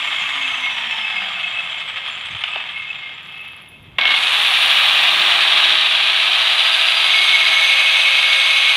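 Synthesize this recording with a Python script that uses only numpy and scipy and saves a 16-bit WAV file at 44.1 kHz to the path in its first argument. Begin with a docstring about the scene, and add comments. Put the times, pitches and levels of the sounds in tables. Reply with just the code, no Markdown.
"""In a bare room, over a stone slab, an angle grinder coasts to rest: its whine falls and slack gears rattle.
Just after it stops it is switched on with a kick, runs up to speed, skims the stone and bites in.
Gears are random impacts through resonances, shafts are sums of harmonics, air and hiss are filtered noise;
the disc is a set of narrow modes, shaken by the gears while coasting and by grit noise while cutting.
A diffuse room tail follows gears, fan, brushes, loose disc and whistle; hum, handling and cutting stay dry."""
import sys
import numpy as np
from scipy import signal
from scipy.fft import rfft, irfft
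from scipy.io import wavfile
from scipy.ndimage import uniform_filter1d, minimum_filter1d

SR = 44100
rng = np.random.default_rng(int(sys.argv[2]) if len(sys.argv) > 2 else 0)


def to_wav(s):
    """Save 16-bit WAV."""
    ch = np.atleast_2d(s).T  # columns
    pcm = np.round(np.clip(ch, -1, 1) * 32767)  # PCM
    wavfile.write(sys.argv[1], SR, pcm.astype(np.int16))


N = 386316
TIME = np.arange(N) / SR

# Harmonics of a shaft, levels before the gain of their source: (multiple of shaft speed, level [dB])
COAST_ORDERS = [(1, -53), (24, -52)]
FAN_ORDERS = [(4, -38.5), (8, -40)]
ARMATURE_ORDERS = [(1, -45), (2, -41), (3, -72), (6, -33.5)]
SPINDLE_ORDERS = [(1, -62.5), (2, -50.5)]
RUB_ORDERS = [(3, -45), (9, -39), (13, -32), (21, -45)]

# Blows in the gear head: (time [s], relative level [dB], share of dull casing thud [0-1])
KNOCKS = [(1.239, -20, 0.2), (1.968, -22.5, 0.2), (2.438, -12.5, 0.14), (2.558, -6.5, 0.8),
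          (3.985, -1, 0.67), (4.054, -10, 0.1), (4.077, -12.5, 0.05), (4.106, -7.5, 0.26),
          (4.116, -14, 0.2), (4.14, -10, 0.34)]
# Soft bumps of handling: (time [s], length [s], rms level at the crest [dB])
BUMPS = [(0.227, 0.021, -42), (2.312, .03, -44), (2.356, 0.03, -38.5), (3.87, 0.24, -45)]
# Flurries of the gears: (time [s], length [s], boost [dB])
FLURRIES = [(1.22, 0.11, 1), (1.98, .04, 1.5), (2.08, .05, 3), (2.55, 0.34, 4), (3.0, .22, 2),
            (3.48, 0.42, 3), (4.015, 0.056, 3), (4.11, .09, 3.5), (4.68, 0.14, 1.2), (5.66, 0.13, 1.5)]
# The loose disc rings out: (time [s], length [s], relative lower-mode level [dB], relative upper-mode level [dB])
RINGS = [(0.183, 0.12, -27, -30), (0.416, .07, -23, -30), (.66, 0.071, -24, -34), (1.045, 0.045, -30, -24),
         (1.178, 0.048, -21, -33), (1.448, 0.033, -30, -19.5), (1.58, 0.044, -44, -23),
         (2.553, 0.085, -38, -23), (2.787, 0.1, -27, -30.5), (2.907, 0.016, -44, -17),
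         (3.048, .06, -27.5, -48), (3.41, 0.16, -56, -34.5), (3.74, .06, -60, -41)]
# The spindle's hum swells: (time [s], length [s], boost [dB])
HUM_SWELLS = [(5.2, 0.44, 11.5), (5.65, 0.36, 11), (6.3, 0.61, 5), (7.3, 0.69, 9.5)]
# The disc grabs in the cut and sings louder: (time [s], length [s], boost [dB])
GRABS = [(7.16, .06, 2.5), (7.25, 0.044, 4.5), (7.355, 0.048, 6), (7.64, 0.2, 3), (8.25, 0.089, 1),
         (8.7, 0.065, 1)]

# Two strong modes of the disc: (frequency [Hz], width [Hz], relative level [dB])
DISC_LOW = [(2151, 79, 0)]
DISC_HIGH = [(2596, 40, 0)]
# Further modes of the disc, shaken loose, skimming, biting, and its highest: same columns,
# (frequency [Hz], width [Hz], relative level [dB])
DISC_OVERTONES = [(6330, 220, -38), (7220, 130, -34), (7900, 110, -38), (8100, 70, -42), (9220, 400, -40),
                  (11050, 200, -52)]
DISC_SKIMMING = [(4765, 30, -19), (10660, 50, -32), (14490, 120, -46)]
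DISC_BITING = [(2194, 42, 0), (6046, 40, -30), (6225, 55, -24), (6462, 45, -28), (8090, 35, -36),
               (8452, 20, -29), (9850, 160, -32), (10654, 60, -33), (11854, 60, -38), (13060, 80, -48)]
DISC_SHRILL = [(12640, 60, -70), (14480, 60, -64), (15180, 120, -65)]
# Modes of the casing, of the start-up jolt and of the brushes: (frequency [Hz], width [Hz], relative level [dB])
CASING = [(1273, 175, -23.5), (3000, 380, -16)]
JOLT_MODES = [(290, 150, -5), (2192, 54, 21.5)]
BRUSH_MODES = [(10200, 420, -4), (10840, 330, 3), (11400, 400, -2), (12100, 400, -7)]

# Spectral shapes, later scaled to unit power: (frequency [Hz], relative level per Hz [dB])
SLACK_GEARS = [(30, -47), (200, -35), (400, -32.5), (700, -12.5), (1200, -8), (1500, -7), (2300, -1),
               (2850, 1.5), (3350, 0.5), (3750, -6.5), (4100, -19), (5200, -29.5), (6800, -41.5),
               (10000, -42.5), (13000, -50)]
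DRIVEN_GEARS = [(40, -49), (700, -42), (1500, -13), (2050, -9), (2450, 0.5), (3100, 1.5), (3550, 2.5),
                (3900, -1), (4200, -8.5), (4700, -16.5), (5100, -26), (5600, -23.5), (7000, -41.5),
                (15000, -56)]
FAN = [(30, -56), (100, -37.5), (200, -21.5), (400, -19), (550, -11), (760, 1), (920, -2), (1100, 2.5),
       (1300, 3.5), (1400, -4), (1640, 5.5), (1740, 0.5), (1900, 2.5), (2600, 2), (4500, -39.5)]
HISS = [(300, -37), (3000, -22), (5500, -0.5), (7300, 1), (9200, 1.5), (9750, 2), (10200, 0.5),
        (11000, -3.5), (12200, -12), (13000, -15), (15300, -14)]
THUD = [(40, -61), (150, -23), (350, 5), (600, 16), (900, 23), (1400, 8.5), (3200, 13.5), (4500, -61),
        (12000, -57)]
RUMBLE = [(25, -18), (45, -23), (85, -1), (170, -1), (300, -10), (1000, -9.5), (5000, -49), (15000, -47)]
BUMP_TONE = [(25, -26), (60, -4), (110, 0), (220, -9.5), (500, -27), (3000, -70)]
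COASTING_AIR = [(50, -30), (400, -13), (800, 1), (4500, 1.5), (8000, -2.5), (12000, -13), (15000, -30)]

PINION_TEETH, CROWN_TEETH = 9, 32
ROOM_T60_S, CUTOFF_HZ = 0.59, 15450
# coasting: bearing friction (turns per s lost each second) and air drag (time constant)
FRICTION_HZ_PER_S, DRAG_S, STOP_S = 67.743, 11.7735, 3.861
# run-up: a quick surge, then a slow approach to the top speed (turns per s)
SWITCH_ON_S, TOP_HZ, SURGE_SHARE, SURGE_S, APPROACH_S = 3.984, 653.9, .47, .0707, .607
# load: from this time on the stone drags the speed down
SAG_AT_S, SAG_HZ, SAG_S = 7.35, 10, .5
# the tool is carried to the slab, skims it, bites in and is pressed down
MOVE_S, SKIM_S, BITE_S, PRESS_S = 5.7, 6.03, 7.04, 7.52
# relative levels while coasting
CHATTER_SPREAD_DB, RATTLE_DB, VANES_DB, AIR_DB, SHIMMER_DB = 1, -21.5, -2, -42.5, -28.5
LOW_RING_DB, HIGH_RING_DB, RING_FLUTTER_DB = -33, -32.5, 4.5
# relative levels under power, and the change of each once the tool is moved
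GEAR_DB, FAN_DB, HISS_DB = -14, -21, -38
GEAR_MOVED_DB, FAN_MOVED_DB, HISS_MOVED_DB = -1, -3, -2.8
# the brushes catch once a turn, at this angle (turns) before rest, in the last turns
CATCH_TURNS, CATCH_COUNT = .045, 15
CATCH_DB, CATCH_LOUDEST_HZ, CATCH_DB_PER_OCTAVE = -47, 11, 7.5


def from_db(db):
    """Logarithmic level: decibels to amplitude gain."""
    return np.exp(np.asarray(db) * (np.log(10) / 20))


def rms_one(x):
    """Normalization: scale to unit rms."""
    return x / np.sqrt(np.mean(x ** 2) + 1e-20)


def drift(rate):
    """Low-passed noise: a smooth random course of rms 1 that changes about rate times a second."""
    pole = np.exp(-40 * np.pi * rate / SR)
    noise = rng.standard_normal(N // 20 + 4002)
    # one value per 20 samples, with the filter's onset discarded
    slow = signal.lfilter([1], [1, -2 * pole, pole * pole], noise)[4000:]
    return np.interp(np.arange(N) / 20, np.arange(len(slow)), rms_one(slow))


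def ramp(start_s, length_s):
    """Linear transition: rises from 0 to 1 and stays."""
    return np.clip((TIME - start_s) / length_s, 0, 1)


def swell(centre_s, length_s):
    """Gaussian envelope: a bell of height 1, length_s wide at half height."""
    return .5 ** ((2 * (TIME - centre_s) / length_s) ** 2)


def swells(rows):
    """Superposition of bells given as (time [s], length [s], height)."""
    return sum(height * swell(s, length) for s, length, height in rows)


def with_speed(speed, full_hz, db_per_octave, least_hz=10):
    """Power law: gain grows with speed between least_hz and full_hz, where it reaches 1."""
    octaves = np.log2(np.clip(speed, least_hz, full_hz) / full_hz)
    return from_db(db_per_octave * octaves)


def colour(x, spectrum, size=4096):
    """Minimum phase: a causal filter of unit power, made through the cepstrum, follows a spectrum."""
    hz, db = np.transpose(spectrum)
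    bins = np.fft.rfftfreq(size, 1 / SR)
    gain = from_db(np.interp(np.log(bins + 1), np.log(hz), db))
    # fold the cepstrum onto positive times
    cepstrum = irfft(np.log(gain))
    cepstrum[1:size // 2] *= 2
    cepstrum[size // 2 + 1:] = 0
    response = irfft(np.exp(rfft(cepstrum)))
    return signal.oaconvolve(x, response / np.linalg.norm(response))[:N]


def resonate(x, modes, flutter_db=0):
    """Modal superposition: unit white noise brings each mode to its level; the drive of each may flutter."""
    out = np.zeros(N)
    for hz, width, db in modes:
        band = signal.butter(2, [hz - width / 2, hz + width / 2], "band", fs=SR, output="sos")
        push = x * from_db(flutter_db * drift(27)) if flutter_db else x
        out += from_db(db) * np.sqrt(SR / 2 / width) * signal.sosfilt(band, push + 1e-18)
    return out


def steady(x, seconds):
    """Short-time power normalization: evens out slow swells, keeping the quick ones."""
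    power = np.abs(uniform_filter1d(x * x, int(seconds * SR)))
    return x / np.sqrt(power + 1e-9)


def bursts(times, heights, t60):
    """Exponential decay: short crunches of contact noise fall 60 dB in t60 seconds."""
    starts = np.zeros(N)
    starts[np.round(np.asarray(times) * SR).astype(int)] = heights
    envelope = signal.lfilter([1], [1, -from_db(-60 / (t60 * SR))], starts + 1e-18)
    return envelope * rng.standard_normal(N)


def tones(shaft_hz, orders, flutter_db, jitter):
    """Harmonic series of a rotation: each order wavers in strength, all share one wavering pitch."""
    angle = 2 * np.pi * np.cumsum(shaft_hz * (1 + jitter * drift(28.6))) / SR
    out = np.zeros(N)
    for order, db in orders:
        out += np.sqrt(2) * from_db(db + flutter_db * drift(27)) * np.sin(order * angle)
    return out


def room(x, wet_db):
    """Diffuse reverberation: direct sound plus a slowly turning blend of two decaying noise tails."""
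    t = TIME[:SR // 2]
    tails = rng.standard_normal((2, len(t))) * from_db(-60 * t / ROOM_T60_S) * (t > .004)
    first, second = (signal.oaconvolve(x, tail / np.linalg.norm(tail))[:N] for tail in tails)
    # the blend turns about once in 3 s
    place = 2 * np.pi * TIME / 3 + drift(1)
    wet = from_db(wet_db)
    return (x + wet * (np.cos(place) * first + np.sin(place) * second)) / np.hypot(1, wet)


def coast_speed():
    """Retardation by constant friction and proportional drag: turns per s of the unpowered armature."""
    return FRICTION_HZ_PER_S * DRAG_S * np.expm1(np.maximum(STOP_S - TIME, 0) / DRAG_S)


def armature_speed():
    """Exponential relaxation, in turns per s: coasts to rest, runs up, and sags under load."""
    on, loaded = np.maximum(TIME - SWITCH_ON_S, 0), np.maximum(TIME - SAG_AT_S, 0)
    run_up = 1 - SURGE_SHARE * np.exp(-on / SURGE_S) - (1 - SURGE_SHARE) * np.exp(-on / APPROACH_S)
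    return coast_speed() + TOP_HZ * run_up - SAG_HZ * (1 - np.exp(-loaded / SAG_S))


def tooth_impacts(speed, spread_db, clump_db):
    """Random impact process at the meshing rate, with a least rate for bouncing; strengths vary and clump."""
    strikes = rng.random(N) < PINION_TEETH * np.maximum(speed, 110) / SR
    strength_db = spread_db * np.clip(rng.standard_normal(N), -3, 2.5) + clump_db * drift(35)
    return steady(strikes * from_db(strength_db) * rng.choice([-1, 1], N), 0.11)


def handling():
    """Broadband low-frequency noise: rumble of hands and cable that calms after the run-up, with soft bumps."""
    bump_gain = swells((s, length, from_db(db)) for s, length, db in BUMPS)
    bumps = bump_gain * colour(rng.standard_normal(N), BUMP_TONE)
    rumble_gain = from_db(-51.5 - 7.5 * ramp(4.4, 2.9))
    return rumble_gain * colour(rng.standard_normal(N), RUMBLE) + bumps


def loose_disc(impacts, speed):
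    """Forced modal vibration: clatter shakes two strong modes, which flutter and ring out, and the overtones."""
    shaking = with_speed(speed, full_hz=302, db_per_octave=4.5)
    low_rings = swells((s, length, from_db(db)) for s, length, db, _ in RINGS)
    high_rings = swells((s, length, from_db(db)) for s, length, _, db in RINGS)
    low_gain = shaking * from_db(LOW_RING_DB + RING_FLUTTER_DB * drift(8.2)) + low_rings
    high_gain = shaking * from_db(HIGH_RING_DB + RING_FLUTTER_DB * drift(20)) + high_rings
    low = from_db(-5.0) * low_gain * steady(resonate(impacts, DISC_LOW), 0.044)
    high = from_db(-1.5) * high_gain * steady(resonate(impacts, DISC_HIGH), 0.043)
    shimmer_gain = from_db(SHIMMER_DB + 4 * swell(.45, .5))
    shimmer_gain = shimmer_gain * with_speed(speed, full_hz=114, db_per_octave=11.5)
    return low + high + shimmer_gain * resonate(impacts, DISC_OVERTONES, flutter_db=6.0)


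def coasting(speed):
    """Impact excitation and rotation: unloaded gears clatter under the falling whine and the dying fan."""
    impacts = tooth_impacts(speed, CHATTER_SPREAD_DB, clump_db=1.7)
    rattle_gain = from_db(RATTLE_DB + swells(FLURRIES))
    rattle_gain = rattle_gain * with_speed(speed, full_hz=303, db_per_octave=5.5)
    gears = rattle_gain * (colour(impacts, SLACK_GEARS) + resonate(impacts, CASING, flutter_db=4.5))
    whine = tones(speed, COAST_ORDERS, flutter_db=3.0, jitter=0.0017)
    # turbulence blurs the fan's tones into narrow bands
    vanes = from_db(VANES_DB) * tones(speed, FAN_ORDERS, flutter_db=1.5, jitter=0.0198) * drift(70)
    tonal = with_speed(speed, full_hz=199, db_per_octave=34) * (whine + vanes)
    air_gain = from_db(AIR_DB) * with_speed(speed, full_hz=310, db_per_octave=13.5)
    air = air_gain * colour(rng.standard_normal(N), COASTING_AIR)
    return (gears + tonal + air + loose_disc(impacts, speed)) * (TIME < SWITCH_ON_S)


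def knocks():
    """Impulsive excitation: hard single blows in the gear head; the duller the blow, the less bright snap."""
    s, db, dull = np.transpose(KNOCKS)
    sharp = bursts(s, from_db(db + 3.5) * (1 - dull), t60=0.028)
    thud = bursts(s, from_db(db - 7.5) * dull, t60=0.038)
    snap = bursts(s, from_db(db - 20) * (1 - dull) ** 6, t60=.02)
    return colour(sharp, SLACK_GEARS) + resonate(snap, [(5600, 1800, 0)]) + colour(thud, THUD)


def brushes():
    """Once-per-turn excitation: a tiny high chirp on each of the last turns, uneven, loudest at a crawl."""
    speed = coast_speed()
    turns_left = np.cumsum(speed[::-1])[::-1] / SR
    at = np.searchsorted(-turns_left, -(CATCH_TURNS + np.arange(CATCH_COUNT)))
    octaves_off = np.abs(np.log2(np.maximum(speed[at], 5) / CATCH_LOUDEST_HZ))
    db = CATCH_DB - CATCH_DB_PER_OCTAVE * octaves_off + 2.5 * rng.standard_normal(len(at))
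    catches = bursts(at / SR, from_db(db), t60=0.055)
    return resonate(catches, BRUSH_MODES) + resonate(catches, [(13500, 2300, -11)])


def driven(speed):
    """Loaded impacts and turbulence: gears slam out their backlash and roar, the fan rushes, brushes hiss."""
    slack, moved = np.clip(1 - speed / 480, 0, 1), ramp(MOVE_S, 0.07)
    impacts = tooth_impacts(speed, spread_db=4.5 + 5 * slack, clump_db=1.3)

    gear_gain = from_db(GEAR_DB + GEAR_MOVED_DB * moved + swells(FLURRIES))
    gear_gain = gear_gain * with_speed(speed, full_hz=560, db_per_octave=8.5, least_hz=293)
    gears = gear_gain * colour(impacts, DRIVEN_GEARS)

    fan_gain = from_db(FAN_DB + FAN_MOVED_DB * moved - 1.6 * ramp(BITE_S, 1.6))
    fan_gain = fan_gain * with_speed(speed, full_hz=590, db_per_octave=5.0, least_hz=420)
    fan = fan_gain * colour(rng.standard_normal(N), FAN)

    # grit adds to the hiss once the disc meets the stone
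    hiss_gain = from_db(HISS_DB + HISS_MOVED_DB * moved + 2.3 * ramp(SKIM_S, 0.61))
    hiss_gain = hiss_gain * with_speed(speed, full_hz=417, db_per_octave=15, least_hz=190)
    hiss = hiss_gain * colour(impacts + rng.standard_normal(N), HISS) / np.sqrt(2)

    jolt_gain = from_db(-18.5) * swell(SWITCH_ON_S + .075, 0.17)
    jolt = jolt_gain * steady(resonate(impacts, JOLT_MODES), 0.048)
    return (gears + fan + hiss + jolt) * (TIME >= SWITCH_ON_S)


def hum(speed):
    """Rotating unbalance: tones of both shafts grow with speed; on the stone, rubbing adds spindle orders."""
    spindle = speed * PINION_TEETH / CROWN_TEETH
    skim, pressed = ramp(SKIM_S, 0.51), ramp(PRESS_S, 0.1)
    armature_gain = from_db(3.5 - 3.9 * ramp(PRESS_S, 1.2))
    armature_gain = armature_gain * with_speed(speed, full_hz=650, db_per_octave=38)
    spindle_gain = from_db(-7.5 + swells(HUM_SWELLS)) * with_speed(speed, full_hz=605, db_per_octave=68)
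    rub_gain = from_db(-15) * skim + from_db(-2.0) * pressed
    note_gain = from_db(-37) * skim + from_db(-35.5) * pressed + from_db(-27) * swell(8.04, .45)
    sound = armature_gain * tones(speed, ARMATURE_ORDERS, flutter_db=1.5, jitter=0.0013)
    sound += spindle_gain * tones(spindle, SPINDLE_ORDERS, flutter_db=2.5, jitter=.001)
    sound += rub_gain * tones(spindle, RUB_ORDERS, flutter_db=3.5, jitter=0.00089)
    sound += note_gain * tones(spindle, [(14, 1)], flutter_db=1.5, jitter=.0012)
    return sound * (TIME >= SWITCH_ON_S)


def squeals(speed):
    """Commutation and friction tones: a rising whistle and a passing thin brush squeal that climbs with speed."""
    squeal_hz = 9800 - 1.3 * np.clip(575 - speed, 0, 270)
    whistle = tones(speed, [(25, 0)], flutter_db=2.5, jitter=.001)
    squeal = tones(squeal_hz, [(1, 0)], flutter_db=3, jitter=.005)
    whistle_gain = from_db(-47.5) * with_speed(speed, full_hz=420, db_per_octave=30)
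    squeal_gain = from_db(-43.5) * swell(4.62, 0.43)
    return (whistle_gain * whistle + squeal_gain * squeal) * (TIME >= SWITCH_ON_S)


def cutting():
    """Friction-driven modes: grit makes the disc sing thinly skimming, fully biting, its upper mode pressed."""
    skim, bite, pressed = ramp(SKIM_S, .7), ramp(BITE_S, 0.071), ramp(PRESS_S, .2)
    grit = rng.standard_normal(N)
    thin = skim * from_db(-16.0 - 5 * ramp(7.35, 0.28)) * resonate(grit, DISC_SKIMMING)
    singing_gain = (from_db(-32.5) * skim + from_db(-23.0) * bite) * from_db(swells(GRABS))
    singing = singing_gain * steady(resonate(grit, DISC_BITING), .1)
    upper = from_db(-29) * pressed * resonate(grit, DISC_HIGH, flutter_db=2)
    # the highest overtones last as long as the disc touches the stone
    shrill = skim * resonate(grit, DISC_SHRILL, flutter_db=2)
    return thin + singing + upper + shrill


def scene():
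    """Superposition: one armature speed drives the machine; hum, handling, cutting and floor noise stay dry."""
    speed = armature_speed()
    machine = room(coasting(speed) + knocks() + brushes() + driven(speed) + squeals(speed), wet_db=-6)
    floor = from_db(-70.0) * rng.standard_normal(N)
    return (handling() + machine + hum(speed) + cutting() + floor)[None]


def record(dry):
    """Peak limiting and low-pass filtering: a quick limiter holds the highest peaks, then the top is cut."""
    width = int(.002 * SR)
    allowed = np.minimum(1, .88 / (np.abs(dry) + 1e-9))
    limited = dry * uniform_filter1d(minimum_filter1d(allowed, width), width)
    low_pass = signal.ellip(16, .1, 90, CUTOFF_HZ, fs=SR, output="sos")
    return signal.sosfilt(low_pass, limited)


dry = scene()
out = record(dry)
to_wav(out)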